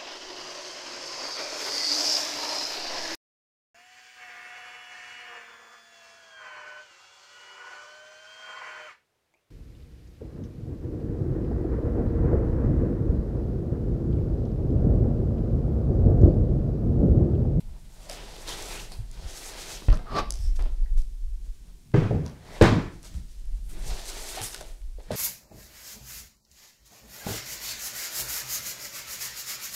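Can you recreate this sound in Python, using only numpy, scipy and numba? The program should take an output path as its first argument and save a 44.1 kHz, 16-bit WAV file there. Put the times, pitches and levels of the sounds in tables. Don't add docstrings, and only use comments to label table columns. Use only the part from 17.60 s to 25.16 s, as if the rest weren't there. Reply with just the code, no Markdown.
import sys
import numpy as np
from scipy import signal
from scipy.fft import rfft, irfft, next_fast_len
from scipy.io import wavfile
from scipy.ndimage import uniform_filter1d
from numba import njit

SR = 44100
rng = np.random.default_rng(int(sys.argv[2]) if len(sys.argv) > 2 else 0)


def volts(x):
    e = np.asarray(x, float) / 20
    return 10 ** e


def transcribe(signal):
    frames = np.atleast_2d(signal).T
    limited = np.clip(frames, -1, 1)
    pcm = np.round(limited * 32767).astype(np.int16)
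    wavfile.write(sys.argv[1], SR, pcm)


N = 333306

# peak in seconds, rise in seconds, fall in seconds,
# pressure in dB, brightness in dB.
RUBS = [(0.0, 0.027, 0.025, -55, -0.5), (0.18, 0.32, 0.016, -60.5, -28), (0.46, 0.32, .05, -57.5, 0),
        (0.495, 0.019, 0.26, -47, 1.5), (0.59, .12, 0.49, -49, -19), (0.78, 0.1, 0.05, -50, -18),
        (0.88, 0.022, 0.14, -42.5, 7), (1.03, 0.42, 0.38, -46.5, -11.5), (1.15, 0.69, 0.19, -45, 3),
        (1.325, 0.033, 0.12, -53, -2), (1.67, 0.23, 0.22, -50.5, -18.5), (1.84, 0.36, 0.19, -56, 12.5),
        (1.99, 0.47, 0.04, -46.5, -3), (2.11, 0.43, 0.2, -47, 7), (2.212, 0.13, 0.091, -59, -11)]
# peak in seconds, rise in seconds,
# fall in seconds, pressure in dB, brightness in dB.
CARRY = [(2.333, 0.05, 0.067, -46, -16.5), (2.52, 0.23, 0.11, -49, -21),
         (2.588, 0.094, 0.034, -26.5, -24.5), (2.609, .015, 0.041, -44, -34), (2.752, 0.05, 0.43, -62, 7.5),
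         (2.962, 0.018, 0.02, -62, 12.5), (3.0, 0.014, 0.12, -45, -17), (3.27, 0.44, .07, -64.5, -11),
         (3.377, 0.013, 0.08, -62.5, 9), (3.856, 0.072, 0.32, -75.5, 10.5), (4.108, 0.13, .02, -64.5, -4),
         (4.658, 0.024, .12, -47.5, -15), (4.878, 0.13, 0.18, -50.5, -11.5), (4.97, 0.15, 0.089, -44, -8),
         (5.362, 0.1, .11, -65.5, 4), (5.449, 0.04, 0.14, -57.5, 8), (5.55, .03, .13, -60, 2.5),
         (5.7, 0.32, 0.33, -75, 13), (5.984, 0.35, 0.029, -67.5, -7)]
# peak in seconds, rise in seconds,
# fall in seconds, pressure in dB, brightness in dB.
DRAG = [(6.094, 0.012, 0.22, -63.5, 11), (6.17, 0.092, 0.27, -54, -24), (6.31, 0.17, 0.33, -45, 0.5),
        (6.39, 0.042, 0.048, -53, 5), (6.49, 0.087, 0.28, -49.5, 6), (6.58, 0.13, 0.16, -47, 3),
        (6.685, 0.23, 0.063, -47.5, 1), (6.781, 0.12, 0.096, -40.5, -2), (6.861, 0.61, 0.11, -50.5, 13.5),
        (6.93, 0.015, 0.24, -49.5, 2), (7.012, 0.017, 0.0095, -43.5, -2), (7.031, 0.017, 0.11, -53, -4),
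        (7.399, 0.015, 0.019, -49.5, -42), (7.46, 0.092, 0.52, -58, -6), (7.512, 0.013, 0.032, -38.5, -3),
        (7.528, 0.027, 0.19, -41, 0)]
# time in seconds, octaves above the slowest hiss.
STROKE_SPEED = [
    [(0.0, 1.8), (0.5, 0.79), (0.6, 0.3), (0.77, 0.92), (0.9, 0.5), (1.0, 0.68), (1.13, 1.02), (1.25, 0.7),
     (1.35, 1.5)],
    [(1.55, 0.1), (1.7, 0.6), (1.84, 1.05), (1.96, 0.44), (2.1, 0.66), (2.2, 0.36), (2.6, 0.85),
     (2.8, 0.76), (5.9, 0.77)],
    [(6.1, 1.5), (6.3, 0.76), (6.5, 0.88), (6.67, 0.92), (6.78, 1.06), (6.87, 1.5), (6.95, 0.76),
     (7.1, 1.3), (7.56, 0.56)],
]
# frequency in Hz, width in Hz, level in dB.
BOX_MODES = [(202, 64, -20), (315, 31, 5), (400, 110, 6), (564, 60, -16), (740, 27, -15.5), (1030, 81, 1)]
# frequency in Hz, level in dB.
RASP_SPECTRUM = [(710, -59), (1200, -27), (4200, -28), (5600, -35), (9600, -60)]
# peak in seconds, rise
# in seconds, fall in seconds, level in dB, frequency in Hz.
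CATCHES = [(0.5, 0.063, 0.12, -45, 626), (0.58, 0.054, 0.086, -47.5, 2800),
           (0.885, .015, 0.019, -39.5, 3950), (0.91, .02, 0.045, -36, 3300),
           (1.025, .008, 0.013, -49, 6500), (1.13, 0.11, 0.21, -48, 2460), (1.196, .012, .015, -38, 2870),
           (1.325, .012, 0.029, -48, 4400), (2.59, .08, 0.015, -39, 4450), (2.56, 0.066, .05, -38.5, 700),
           (2.595, 0.023, 0.024, -34.5, 2300), (3.0, .008, 0.046, -55, 1900),
           (3.06, 0.0073, 0.029, -53, 2640), (2.72, .012, 0.14, -53, 5550), (4.345, .006, 0.036, -41, 770),
           (4.415, .01, .03, -43, 1870), (5.06, .02, 0.14, -38, 3670), (5.08, 0.036, 0.067, -26.5, 1050),
           (6.31, .05, 0.099, -49, 780), (6.39, .03, .03, -58, 7500), (6.87, .06, 0.042, -40, 9300),
           (6.87, 0.053, 0.057, -40, 5250), (7.49, 0.026, .02, -58, 1820), (2.222, 0.0049, 0.018, -43, 500),
           (2.33, 0.03, .07, -43, 1200), (2.58, 0.1, .08, -38, 230), (2.59, .08, .04, -39, 1600),
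           (4.35, .012, .2, -46, 1494), (4.95, 0.14, .1, -53, 1887), (2.34, .01, .03, -51, 5500),
           (2.85, .1, 0.061, -55, 8000), (2.8, .08, .1, -61, 10800), (2.899, 0.15, .06, -55.5, 300),
           (4.343, 0.0047, 0.071, -21, 400), (4.509, .004, 0.054, -30, 420),
           (5.015, 0.0035, 0.028, -17, 390), (5.03, 0.017, 0.093, -23.5, 760),
           (5.13, 0.054, 0.11, -31.5, 320), (5.57, 0.14, 0.088, -58.5, 300), (6.15, .05, 0.093, -48.5, 320),
           (7.52, 0.0093, 0.066, -32, 400)]
# time in seconds, frequency in Hz, level in dB.
SQUEALS = [
    [(2.46, 1205, -49), (2.53, 1180, -37), (2.57, 1130, -26.5), (2.59, 1160, -23), (2.605, 1130, -30),
     (2.63, 1150, -51)],
    [(2.73, 5430, -81), (2.80, 5530, -59), (2.86, 5330, -51), (2.92, 5440, -64)],
    [(6.75, 783, -97), (6.77, 757, -34), (6.80, 770, -38.5), (6.83, 770, -41)],
]
# frequency in Hz, width in Hz, depth from 0 to 1.
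CHEST_DIPS = [(1324, 300, 0.1), (2800, 620, 0.13)]
# start in seconds, peak in dB, hardness in dB per octave.
THUMPS = [(4.3415, -12.5, -1), (4.378, -22, -1), (4.418, -16.5, -1.5), (4.451, -22, -1.5),
          (4.508, -15, -2.5), (4.544, -19.5, -1.5), (4.563, -26, 1), (4.595, -30.5, -2.5),
          (5.0121, -6, -0.5), (5.025, -9, -1.5), (5.074, -18, 1), (5.125, -13, -1.5), (5.188, -22, 1.5)]
# frequency in Hz, level in dB, T60 in seconds.
TABLE_MODES = [(78.5, -14.5, 0.15), (106, 0.5, 0.065), (140.7, -14.5, 0.043), (160, 0, 0.063),
               (184.4, -4, 0.093), (205, -4.5, 0.048), (252, -9, 0.046), (288.3, 0.5, 0.062),
               (340, 1, 0.045), (409.6, 2.5, 0.041), (471.6, 2, 0.039), (551, -2, 0.041),
               (662, -2.5, 0.038), (796, -2, 0.029)]
# start in seconds, peak in dB, frequency in Hz,
# T60 in seconds.
RINGS = [(4.340, -12, 126.5, 0.084), (4.374, -13, 152, 0.11), (4.425, -22, 105, 0.18),
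         (4.506, -19, 107, 0.21), (4.553, -24, 154, .15), (4.59, -24, 148.5, .15),
         (5.012, -9.5, 452, 0.033), (5.013, -11.5, 93, 0.19), (5.036, -14, 333, .1),
         (5.085, -16.5, 106, 0.25), (5.12, -16, 243, 0.05), (5.165, -19, 160, 0.091),
         (5.18, -21.5, 248, 0.073)]
# start in seconds, fall in seconds, rattle in dB,
# bright part in dB relative, table boom in dB relative.
SHAKES = [
    (4.339, 0.27, -29, -28.5, -5.5),
    (4.508, 0.38, -43.5, -17.5, 19),
    (5.012, 0.17, -12.5, -22, 9.5),
    (5.125, 0.12, -34, -20, 5),
]
# start in seconds, peak in dB, frequency in Hz, T60 in seconds.
KNOCKS = [(0.472, -53, 600, 0.038), (1.317, -37.5, 740, 0.028), (2.222, -30.5, 454, 0.012),
          (2.2845, -19, 240, 0.019), (2.285, -25.5, 1063, 0.019), (2.301, -29, 450, 0.0076),
          (2.3275, -25.5, 603, 0.042), (2.391, -36, 720, 0.082), (2.992, -30.5, 740, 0.015),
          (3.021, -39, 476, 0.015), (3.056, -35.5, 455, 0.048), (3.371, -53, 494, 0.17),
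          (3.861, -57, 494, 0.067), (4.098, -64, 700, 0.049), (4.342, -17.5, 674, 0.025),
          (4.508, -23, 297, 0.023), (5.0125, -5, 450, 0.028), (5.438, -45, 923, 0.032),
          (6.81, -36, 297.7, 0.035), (6.929, -45, 1606, 0.046), (7.512, -22, 364, 0.018)]
# start in seconds, peak in dB, frequency in Hz, T60 in seconds.
TAPS = [(3.26, -50.5, 1660, 0.027), (6.947, -35.5, 1470, 0.028), (7.012, -32, 588, 0.016),
        (7.385, -38, 445, 0.018), (7.506, -19, 545, 0.022)]
# start in seconds, peak in dB, frequency in Hz,
# lower crackle in dB relative, upper fizz in dB relative.
SNAPS = [(0.497, -26, 5440, -18, -4), (0.5127, -30, 5500, -30, -10), (0.7646, -35, 3000, -43, -11),
         (0.8344, -46, 4140, -16, -6), (0.8783, -25.5, 3900, -30, -11), (0.8917, -24, 6400, -4.5, -5),
         (0.9064, -34, 3960, -25, -2), (1.024, -26, 6500, -15, -9), (1.1977, -31, 2850, -17, -8),
         (1.32, -30.5, 4300, -6, -4), (1.514, -36.5, 5530, -20, 0), (2.302, -44, 4000, 16, -4),
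         (2.328, -31, 4700, 0, -13), (2.3554, -39.5, 8650, -12, -10), (2.3727, -39.5, 4500, 4, -10),
         (2.706, -15.5, 5460, -17, -7.5), (2.959, -41, 5040, -19, -11), (2.9947, -46, 4150, 9.5, -8),
         (3.024, -36.5, 4240, -19, -10), (3.3731, -46, 6300, -0.5, -4), (3.419, -43, 5300, -19, -8),
         (4.318, -50, 3500, 2.5, -3), (4.663, -31, 5670, -9, -14), (5.013, -28.5, 4500, 19.5, -6),
         (5.025, -14.5, 7370, 3, -4), (5.43, -36, 6100, -12, 1), (5.5425, -43, 7070, -1, -3),
         (5.8556, -47.5, 6000, -13, 1), (6.0937, -54.5, 7000, -18, -5), (6.4554, -31, 5500, -4.5, -6),
         (6.7682, -41, 6000, -35.5, -6), (6.8166, -22, 4560, -6, -4), (6.9453, -21.5, 4700, -5, -4),
         (7.01, -29, 6500, -5, -2), (7.2173, -49.5, 5530, 1, -4.5), (7.4147, -55, 4000, -10, -10),
         (7.517, -30, 4800, -11, -4), (7.4335, -47, 6680, -18, -6)]
# peak in seconds, rise in
# seconds, fall in seconds, deep part in dB, upper part in dB relative.
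GUSTS = [(0.05, 0.56, 0.33, -35.5, -9.5), (0.24, 0.065, 0.048, -42, -5), (0.6, 1, 0.96, -42.5, -7),
         (0.94, 0.32, 0.066, -40, -7), (1.2, 0.67, 0.51, -39, -7), (1.4, 0.073, 0.17, -33, -22),
         (1.64, 0.49, 0.12, -33.5, -11.5), (1.88, 0.36, 0.33, -44.5, -19), (2.15, 0.74, 0.58, -43.5, -5.5),
         (2.34, 0.11, 0.12, -29, -2.5), (2.539, 0.066, 0.17, -33, 2.5), (2.72, 0.46, 0.31, -29.5, -30),
         (2.9, 0.19, 0.57, -18, -35), (2.99, .11, 0.21, -41, -21), (3.22, 0.047, 0.029, -11.5, -36.5),
         (3.367, 0.11, 0.042, -12, -63), (3.511, 0.24, 0.094, -31.5, -22), (3.66, 0.1, 0.12, -19, -42),
         (3.881, 0.19, 0.029, -28, -26), (4.107, 0.47, 0.12, -40, -12),
         (4.345, 0.016, 0.18, -26.5, 2.5), (4.55, 0.22, 0.2, -44.5, 21.5), (4.9, 0.11, 0.25, -45, 1),
              (5.02, 0.077, 0.45, -30.5, -14), (5.57, 0.15, 0.13, -32.5, -6), (5.91, 0.3, 0.39, -27, -25),
              (6.1, 0.1, 0.98, -32.5, -18), (6.3, 0.29, 0.1, -27.5, -11), (6.579, 0.077, 0.03, -35.5, -14),
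              (6.83, 0.13, 0.11, -61, 16), (6.99, 0.043, 0.16, -37.5, -11), (7.09, 0.075, 0.11, -39.5, -20),
              (7.27, 0.24, 0.079, -29.5, -43), (7.38, 0.19, 0.1, -32.5, -27.5),
              (7.51, 0.033, 0.24, -44.5, 16)]
# start in seconds, peak in dB, frequency in Hz, T60 in seconds.
BUMPS = [(0.09, -37, 66, .15), (1.385, -24, 38, .1), (1.39, -30, 110, .11), (1.635, -33, 70, .14),
         (2.338, -20, 26, .12), (2.2835, -13, 90, .05), (2.79, -30, 85, .1), (2.84, -24, 62, .1),
         (2.98, -27, 60, .15), (4.341, -36, 70, .2), (5.012, -16, 28, .13), (5.014, -26, 105, .24),
         (5.548, -28, 69, .17), (6.806, -35, 100, .16)]
# frequency in Hz, level in dB.
FLOOR_SPECTRUM = [(35, -43.5), (60, 4.5), (124, -18), (329, -12.5), (563, -24), (694, -23.5), (1300, -27.5),
                  (5400, -24), (9460, -26), (14700, -33), (16200, -39)]
# frequency in Hz, T60 in seconds.
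ROOM_T60 = [(60, 0.6), (250, 0.51), (1000, 0.29), (4000, 0.41), (8000, 0.11), (15000, 0.34)]


def unit(x):
    return x / np.sqrt(np.mean(x ** 2) + 1e-20)


def evened(x, span_s):
    power = uniform_filter1d(x ** 2, round(span_s * SR)).clip(1e-20)
    return unit(x / power ** .4)


def in_time(rows, silent=-120):
    s, *columns = np.transpose(rows)
    return [np.interp(np.arange(N) / SR, s, c, silent, silent) for c in columns]


def at_hz(points, hz):
    point_hz, value = np.transpose(points)
    return np.interp(np.log(hz), np.log(point_hz), value)


def swells(rows, rounding):
    t = np.arange(0, N + 32, 32) / SR
    s, rise, fall, db, relative_db = np.transpose(rows)[:, :, None]
    distance = np.abs(t - s) / np.where(t < s, rise, fall)
    shape = db - 20 * distance ** rounding
    power = [np.sum(volts(2 * (shape + extra)), axis=0) + 1e-14 for extra in (0, relative_db)]
    return [np.interp(np.arange(N) / SR, t, 10 * np.log10(p)) for p in power]


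def gains(db, smooth_hz):
    return signal.sosfilt(signal.butter(1, smooth_hz, fs=SR, output="sos"), volts(db))


def drift(rate):
    knot_rate = 200
    knots = rng.standard_normal(int(N / SR * knot_rate) + 3)
    r = np.exp(-2 * np.pi * rate / knot_rate)
    slow = unit(signal.lfilter([1], [1, -2 * r, r * r], knots))
    return np.interp(np.arange(N) * knot_rate / SR, np.arange(len(slow)), slow)


def band(x, low_hz, high_hz, order=2):
    return signal.sosfilt(signal.butter(order, [low_hz, high_hz], "band", fs=SR, output="sos"), x)


def coloured(x, spectrum):
    size = next_fast_len(len(x))
    hz = np.maximum(np.fft.rfftfreq(size, 1 / SR), 1)
    return unit(irfft(rfft(x, size) * volts(at_hz(spectrum, hz)), size)[:len(x)])


def resonate(x, hz, width):
    r = np.exp(-np.pi * width / SR)
    gain = (1 - r * r) / 2
    return signal.lfilter([gain, 0, -gain], [1, -2 * r * np.cos(2 * np.pi * hz / SR), r * r], x)


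@njit
def swept(x, hz, width_share):
    out = np.zeros(len(x))
    for i in range(2, len(x)):
        r = np.exp(-np.pi * width_share * hz[i] / SR)
        turn = 2 * r * np.cos(2 * np.pi * hz[i] / SR)
        out[i] = (1 - r * r) / 2 * (x[i] - x[i - 2]) + turn * out[i - 1] - r * r * out[i - 2]
    return out


def slips(per_s, spread_db, clump_db):
    sizes = volts(spread_db * np.minimum(rng.exponential(1, N), 5)) * rng.choice([-1, 1], N)
    slipping = rng.random(N) < per_s / SR
    return unit(sizes * slipping * volts(clump_db * drift(8.8)))


def add(out, s, sound):
    at = round(s * SR)
    out[at:at + len(sound)] += sound[:N - at]


def blows(table, ratios, rise_cycles):
    out, t = np.zeros(N), np.arange(SR // 3) / SR
    chance = rng.standard_normal((len(table), len(ratios), 2))
    for (s, db, hz, t60), luck in zip(table, chance):
        tones = np.zeros(len(t))
        for ratio, (level, detune) in zip(ratios, luck):
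            mode_db = 2 * level - 6 * abs(np.log2(ratio))
            mode_hz = hz * ratio * (1 + level * detune / 30)
            tones += volts(mode_db) * np.sin(2 * np.pi * mode_hz * t)
        sound = tones * (1 - np.exp(-t * hz / rise_cycles)) * volts(-60 * t / t60)
        add(out, s, volts(db) * sound / np.abs(sound).max())
    return out


def friction():
    body_db, hiss_db = swells(RUBS + CARRY + DRAG, 1.2)
    brightness = hiss_db - body_db
    rasp_db = body_db - 1 + 0.44 * brightness.clip(-16)
    slowest_hiss_hz = 3150
    hiss_hz = slowest_hiss_hz * 2 ** in_time(sum(STROKE_SPEED, []), silent=1)[0]

    drive = slips(2500., 3.0, 2.0)
    hollow = np.zeros(N)
    for k, (hz, width, db) in enumerate(BOX_MODES):
        hollow += volts(db) * resonate(drive, hz, width) * (-1) ** k
    body = evened(unit(hollow) + 5.3 * unit(band(drive, 280, 874)), 0.027)
    rasp = evened(coloured(slips(5000., 2.5, 3.0), RASP_SPECTRUM), 0.04)
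    grains = band(slips(10000., 2.0, 3.2), 1500, 13600)
    hiss = evened(swept(grains, hiss_hz, .99), 0.12)
    levels_db = np.array([body_db, rasp_db, hiss_db]) - 1.5
    return np.sum(gains(levels_db, 60) * [body, rasp, hiss], axis=0)


def catches():
    lead_s, width_share = .2, 0.24
    drive, out = slips(4000., 2.5, 1.5), np.zeros(N)
    t = np.arange(SR // 2) / SR - lead_s
    for s, rise, fall, db, hz in CATCHES:
        at = round((s - lead_s) * SR)
        narrow = resonate(drive[at:at + len(t)], hz, width_share * hz)
        tone = unit(resonate(narrow, hz, 2 * width_share * hz))
        shape = volts(db - 20 * np.abs(t) / np.where(t < 0, rise, fall))
        add(out, at / SR, tone * shape[:len(tone)])
    return out


def squeals():
    hz, db = np.max([in_time(rows) for rows in SQUEALS], axis=0)
    hz = np.clip(hz, 700, 6000)
    narrow = swept(slips(8000., 2.0, 0.5), hz, .12)
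    return volts(db - 3) * evened(swept(narrow, hz, .22), .02)


def patchy(x):
    for hz, width, depth in CHEST_DIPS:
        x = x - depth * resonate(x, hz, width)
    out = x.copy()
    for hz in np.geomspace(700, 9000, num=8):
        swell = volts(1.3 * drift(12.0)) - 1
        out += swell * resonate(x, hz, hz / 4)
    return out


def thumps():
    contact_s = 0.0021
    out, t = np.zeros(N), np.arange(SR // 2) / SR
    chance = rng.standard_normal((len(THUMPS), len(TABLE_MODES), 2))
    loading = np.sin(np.pi / 2 * np.minimum(t / contact_s / 2, 1)) ** 2
    for (s, db, hard_db), luck in zip(THUMPS, chance):
        modes = np.zeros(len(t))
        for (hz, mode_db, t60), (strength, phase) in zip(TABLE_MODES, luck):
            level_db = mode_db + hard_db * np.log2(hz / 150) + 2 * strength
            modes += volts(level_db - 60 * t / t60) * np.sin(2 * np.pi * hz * t + 0.78 * phase)
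        modes *= loading
        add(out, s, volts(db) * modes / np.abs(modes).max())
    return out


def rings():
    return blows(RINGS, [1.0], 0.98)


def rattle():
    rise_s, boom_lingers, rounding = 0.0021, 0.65, 1.08
    parts = [(s, rise_s, fall, db, bright) for s, fall, db, bright, _ in SHAKES]
    table = [(s, rise_s, fall * boom_lingers, db, boom) for s, fall, db, _, boom in SHAKES]
    dull_db, bright_db = swells(parts, rounding)
    _, boom_db = swells(table, rounding)

    drive = slips(5000., 1.3, 0.94)
    modes = sum(volts(db) * resonate(drive, hz, 6.1 / t60) for hz, db, t60 in TABLE_MODES[1:11])
    boom = band(evened(modes, 0.025), 110, 594)
    dull = unit(band(band(drive, 560, 1380, order=1), 600, 3330, order=1))
    bright = unit(band(band(drive, 2200, 5000, order=1), 1900, 7500, order=3))
    shake = gains([dull_db, bright_db, boom_db - 4], 150)
    return volts(-8.0) * np.sum(shake * [dull, bright, boom], axis=0)


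def knocks():
    panels = blows(KNOCKS, [.55, .75, 1.0, 1.3, 1.7, 2.2, 2.9], 0.25)
    return panels + blows(TAPS, [1.0, 1.12], 0.74)


def snaps():
    t60_s, first_break = .0045, 6
    out, t = np.zeros(N), np.arange(SR // 20) / SR
    for s, db, hz, low_db, top_db in SNAPS:
        burst = rng.standard_normal(len(t)) + first_break * (t == 0)
        burst *= volts(-60 * t / t60_s)
        fizz = band(burst, 1.33 * hz, 12000, order=3) + .2 * band(burst, 11000, 15000)
        bright = band(burst, .84 * hz, 1.2 * hz, order=4) + volts(top_db) * fizz
        low = band(burst, 1000, 3500)
        sound = bright / np.abs(bright).max() + volts(low_db) * low / np.abs(low).max()
        add(out, s, volts(db) * sound)
    return out


def heave():
    start_s, db, hz = 2.2888, -6.5, 37.5
    out, turns = np.zeros(N), np.arange(round(1.5 * SR / hz)) * hz / SR
    edges = np.sin(np.pi * turns / 1.5) ** .15
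    add(out, start_s, -volts(db) * np.sin(2 * np.pi * turns) * edges)
    return out


def rumble():
    deep = evened(band(rng.standard_normal(N), 13, 44, order=3), .1)
    upper = evened(band(rng.standard_normal(N), 60, 190), .05)
    at_rest_db = [[-56.5], [-64]]
    gusts_db = np.maximum(swells(GUSTS, 1.1), at_rest_db)
    deep_gain, upper_gain = gains(gusts_db - [[0], [4]], 30)
    eddies = band(deep_gain * deep, 11, 54, order=3) + band(upper_gain * upper, 55, 240)
    return eddies + blows(BUMPS, [1.0], 1.0)


def noise_floor():
    return volts(-61.5) * coloured(rng.standard_normal(N), FLOOR_SPECTRUM)


def room(x, tail_db, flutter_hz):
    t = np.arange(SR) / SR
    white = rng.standard_normal((2, SR))
    tail = np.zeros(SR)
    for k, low_hz in enumerate(45 * 2 ** np.arange(9.)):
        octave = band(white[k % 2], low_hz, min(2 * low_hz, 20000))
        tail += octave * volts(-60 * t / at_hz(ROOM_T60, np.sqrt(2) * low_hz))
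    tail *= 1 - np.exp(-t / 0.0044)

    round_trip_s, flutter_db = .01668, -7
    bounces, flutter = np.arange(1, 9), np.zeros(SR)
    flutter[np.round(bounces * round_trip_s * SR).astype(int)] = volts(flutter_db * bounces ** .8)
    response = volts(tail_db) * tail / np.sqrt(np.sum(tail ** 2)) + band(flutter, flutter_hz, 8600, order=1)
    return x + signal.fftconvolve(x, response)[:N]


def scene():
    near = room(friction() + squeals() + catches(), -9, 8000)
    impacts = room(thumps() + rattle() + knocks(), -5, 6200)
    cracks = room(snaps(), -17.5, 1500)
    capsule = rumble() + heave() + noise_floor()
    return (patchy(near) + impacts + cracks + capsule + rings())[None]


def band_limit(x):
    return signal.sosfilt(signal.butter(12, 16450, fs=SR, output="sos"), x)


def record(dry):
    rounded = np.tanh(dry)
    low_pass = signal.ellip(10, .5, 60, 15740, fs=SR, output="sos")
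    mix = signal.sosfilt(low_pass, rounded)
    return band_limit(mix)


dry = scene()
out = record(dry)
transcribe(out)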